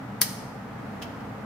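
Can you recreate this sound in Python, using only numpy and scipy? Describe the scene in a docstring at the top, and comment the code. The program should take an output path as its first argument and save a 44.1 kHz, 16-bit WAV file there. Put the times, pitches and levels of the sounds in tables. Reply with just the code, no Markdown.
"""A small room, at a table. A thumb pushes the comb slider of a plastic hair clipper over a detent:
the catch scuffs, snaps home and rings the shell. Later the slider shifts with a soft double tick.
The table and the room answer; a steady low rush, like a fan's, fills the room."""
import sys
import numpy as np
from scipy import signal
from scipy.fft import rfft, irfft, next_fast_len
from scipy.io import wavfile
from scipy.ndimage import map_coordinates

SR = 44100
rng = np.random.default_rng(int(sys.argv[2]) if len(sys.argv) > 2 else 0)


def log_audio(samples):
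    """Write samples as a 16-bit WAV file to the path given in sys.argv[1]."""
    # one column per channel
    frames = np.atleast_2d(samples).T
    # limit to full scale, then quantise
    limited = np.clip(frames, -1, 1)
    pcm = np.round(limited * 32767).astype(np.int16)
    wavfile.write(sys.argv[1], SR, pcm)


N = 63945

# catch contacts: t/s, level/dB, left-right/dB, crack t60/s
CATCH_CONTACTS = [(0.2119, -24, 8.5, 0.015), (0.2141, -17.5, 10, .012), (0.2146, -12, -4, 0.0068),
                  (0.216, -3, 10, 0.0045), (.2168, -5.5, -3, 0.0019), (0.2179, -10.5, 3.5, 0.0088),
                  (0.2192, -18.5, 1.5, .006), (0.2208, -13.5, 1.5, 0.0091), (0.2309, -30, 5, 0.00795)]
# crack spectrum: f/Hz, level/dB
CRACK_SPECTRUM = [(150, -8), (600, -13.5), (1050, -6.5), (1280, -6.5), (1600, -6), (2100, -14.5),
                  (2500, -12), (3100, -5), (3800, -9), (4800, 5.5), (6300, -1), (7400, -15.5), (8300, 1),
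                  (10700, 2), (13000, 5.5), (14400, -3.5), (15400, 0.5)]
# crack stereo image: f/Hz, left-right likeness/0-1
CRACK_LIKENESS = [(300, 0.73), (1800, 0.81), (3200, .6), (5500, .2), (12000, 0.2)]
# weak, crowded shell modes: f/Hz, level/dB
CROWD_SPECTRUM = [(300, -29.5), (1000, -11), (1300, -6), (1700, 1), (2200, 6.5), (2500, -6), (3100, 1),
                  (3750, -1), (4500, 8.5), (6000, 3), (7400, -3), (9500, 0), (12500, -8), (15500, -3.5)]
CROWD_DB, CROWD_T60_S = -18, 0.061


def snap():
    """Each contact of the catch gives a crack and a short wash of crowded shell modes."""
    out = np.zeros((2, N))
    for start_s, db, side_db, t60_s in CATCH_CONTACTS:
        t = since(start_s)
        crack = pan(side_db) * noise(CRACK_SPECTRUM, CRACK_LIKENESS) * fade(t, t60_s)
        crowd = amp(CROWD_DB) * noise(CROWD_SPECTRUM) * fade(t, CROWD_T60_S)
        out += amp(db) * (crack + crowd)
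    return out


# strong shell modes: f/Hz, level/dB, t60/s, left-right/dB
SHELL_MODES = [(1050, -10, .03, 0), (1630, -8, .04, 0), (1980, -4, .04, 1), (2210, -9, .04, -8),
               (2900, -9, .02, 0), (3170, -10, .018, 0), (4090, -9, .035, 0), (4565, -2, .05, -1),
               (5110, -4, .035, -3), (5545, -5, .035, 1), (10140, -1, .016, 7), (10760, 4, .014, 12),
               (12610, 0, .014, 9), (15250, 0, .016, 4)]
SEAT_S, SHELL_DB = 0.2161, -19.5
SCATTER_HZ = 5070  # higher modes reach the two sides out of step


def shell():
    """The catch seats and rings the quickly damped modes of the plastic shell."""
    t = since(SEAT_S)
    out = np.zeros((2, N))
    for hz, db, t60_s, side_db in SHELL_MODES:
        phase_rad = hz / SCATTER_HZ * rng.standard_normal((2, 1))
        out += pan(side_db) * amp(db) * fade(t, t60_s) * np.sin(2 * np.pi * hz * t + phase_rad)
    return amp(SHELL_DB) * out


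# slider contacts: t/s, level/dB, t60/s, ring re tick/dB, ping offset/dB
SLIDER_TICKS = [(1.0178, -42, 0.026, -14, -2), (1.0222, -34.5, 0.052, -5, 5), (1.026, -36, 0.034, -4, 0),
                (1.0320, -40, 0.047, 8, -17), (1.207, -53, .04, -1, -2)]
# tick spectrum: f/Hz, level/dB
TICK_SPECTRUM = [(300, -22), (1500, -6), (2100, 0), (2450, -6), (2800, 8), (3300, 2.5), (3850, -4.5),
                 (4200, 0.5), (5100, 2.5), (5800, -2.5), (6800, -5), (7500, -20), (8800, -9.5),
                 (10500, -12), (13000, -13), (15500, -7.5)]
# hollow slider ring: f/Hz, level/dB, t60/s
SLIDER_MODES = [(2760, -6, .015), (3115, 0, .015)]
PING_HZ, PING_DB, PING_T60_S = 5080, -8, 0.038


def slider():
    """The slider shifts in its track: duller, weaker contacts with a brief hollow ring."""
    out = np.zeros((2, N))
    for start_s, db, t60_s, ring_db, ping_offset_db in SLIDER_TICKS:
        t = since(start_s)
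        modes = [*SLIDER_MODES, (PING_HZ, PING_DB + ping_offset_db, PING_T60_S)]
        ring = sum(amp(mode_db) * fade(t, mode_t60_s) * np.sin(2 * np.pi * hz * t)
                   for hz, mode_db, mode_t60_s in modes)
        tick = noise(TICK_SPECTRUM) * fade(t, t60_s)
        out += amp(db) * (tick + amp(ring_db) * ring)
    return out


# room tail decay: f/Hz, t60/s
TAIL_DECAY = [(300, 0.3), (2000, 0.76), (5000, 0.75), (10000, 0.56), (15000, 0.43)]
# room tail spectrum: f/Hz, level/dB
TAIL_SPECTRUM = [(300, 4.5), (2000, 1.5), (5000, 0), (10000, 0), (15000, -4.5)]
ROOM_DELAY_S, TAIL_DB = 0.008, -10.5
EARLY_DB, EARLY_T60_S = -8, 0.084


def room(x):
    """Quick echoes from the table and near walls, then a diffuse tail."""
    hz, t, bands = signal.stft(rng.standard_normal((2, SR)), SR, nperseg=256)
    bands *= fade(t, along(TAIL_DECAY, hz)[:, None])
    bands *= amp(along(TAIL_SPECTRUM, hz))[:, None]
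    tail = signal.istft(bands, SR, nperseg=256)[1][:, :SR]
    early = rng.standard_normal((2, SR)) * fade(np.arange(SR) / SR, EARLY_T60_S)
    response = (amp(TAIL_DB) * unit(tail) + amp(EARLY_DB) * unit(early)) / np.sqrt(SR)
    response = np.pad(response, ((0, 0), (int(ROOM_DELAY_S * SR), 0)))
    return signal.fftconvolve(x[None], response, axes=1)[:, :N]


# rush spectrum: f/Hz, relative density/dB
RUSH_SPECTRUM = [(15, -58), (25, -31), (43, -34), (82, -12), (119, -5.5), (144, -3), (169, -8.5), (183, -9),
                 (204, -2), (253, -7), (289, -9), (359, -19), (445, -13.5), (582, -15.5), (684, -15),
                 (804, -13), (1080, -19), (1240, -16.5), (1660, -21.5), (1850, -22.5), (3260, -36),
                 (9300, -49), (15500, -49)]
# rush stereo image: f/Hz, left-right likeness/0-1
RUSH_LIKENESS = [(60, .99), (110, 0.99), (200, 0.97), (380, .56), (700, 0.64), (1300, .37), (2400, 0.031),
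                 (10000, 0.0201)]
# hum tones: f/Hz, level/dB
HUM_TONES = [(55, -62), (119, -54), (200, -51), (453, -60), (797, -64.5)]
# swell of rush and hum: t/s, gain/dB
SWELL = [(0, 0.5), (.65, 0.03), (.82, 1), (1.0, 1.63), (1.45, 0.5)]
RUSH_DB, HUM_WAVER_DB = -38.5, 2.5


def background():
    """A low fan-like rush, nearly mono in the bass, with a wavering hum."""
    t = since(0)
    hum = np.zeros(N)
    for hz, db in HUM_TONES:
        rms = amp(db + HUM_WAVER_DB * wobble(knots_per_s=8.05))
        phase_rad = 0.9 * wobble(knots_per_s=7.35)
        hum += rms * np.sqrt(2) * np.sin(2 * np.pi * hz * t + phase_rad)
    rush = amp(RUSH_DB) * noise(RUSH_SPECTRUM, RUSH_LIKENESS)
    swell_db = np.interp(t, *np.transpose(SWELL))
    return amp(swell_db) * (rush + hum)


def amp(db):
    """Decibels to gain."""
    return 10 ** (np.asarray(db) / 20)


def unit(x):
    """Scale to rms 1."""
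    return x / np.sqrt(np.mean(x ** 2) + 1e-20)


def along(points, hz):
    """Interpolate (f/Hz, value) points on a log axis."""
    f, v = np.transpose(points)
    return np.interp(np.log(hz + 1), np.log(f + 1), v)


def filtered(x, response):
    """Apply a frequency response."""
    m = next_fast_len(N + SR // 2)
    return irfft(rfft(x, m) * response(np.fft.rfftfreq(m, 1 / SR)), m)[..., :N]


def noise(spectrum, likeness=None):
    """Coloured stereo noise, rms 1, with optional left-right likeness by frequency."""
    pair = filtered(rng.standard_normal((2, N)), lambda hz: amp(along(spectrum, hz)))
    if likeness is None:
        return unit(pair)
    angle = lambda hz: np.arccos(np.clip(along(likeness, hz), -1, 1)) / 2
    mid, side = filtered(pair, lambda hz: np.array([np.cos(angle(hz)), np.sin(angle(hz))]))
    return unit(np.array([mid + side, mid - side]))


def wobble(knots_per_s):
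    """Smooth random curve."""
    return map_coordinates(rng.standard_normal(N // 100), [np.arange(N) * knots_per_s / SR])


def since(start_s):
    """Seconds since start_s, zero before it."""
    return np.maximum(np.arange(N) / SR - start_s, 0)


def fade(t, t60_s):
    """Instant rise, exponential decay."""
    return (t > 0) * np.exp(-np.log(1000) * t / t60_s)


def pan(db):
    """Left and right gains for a level difference."""
    return amp(np.array([[db], [-db]]) / 2)


def scene():
    """The clipper close up, over the background; each side wakes its own echoes."""
    contacts = snap() + slider()
    ring = shell()
    room_send = contacts + amp(db=-11) * ring
    echoes = sum(room(side) for side in room_send) / np.sqrt(2)
    return contacts + ring + echoes + background()


TOP_HZ = 15750


def record(dry):
    """Peak clipping between two steep low-passes."""
    band = lambda hz: 1 / (1 + (hz / TOP_HZ) ** 200)
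    clipped = np.clip(filtered(dry, band), -0.88, 0.88)
    return filtered(clipped, band)


dry = scene()
out = record(dry)
log_audio(out)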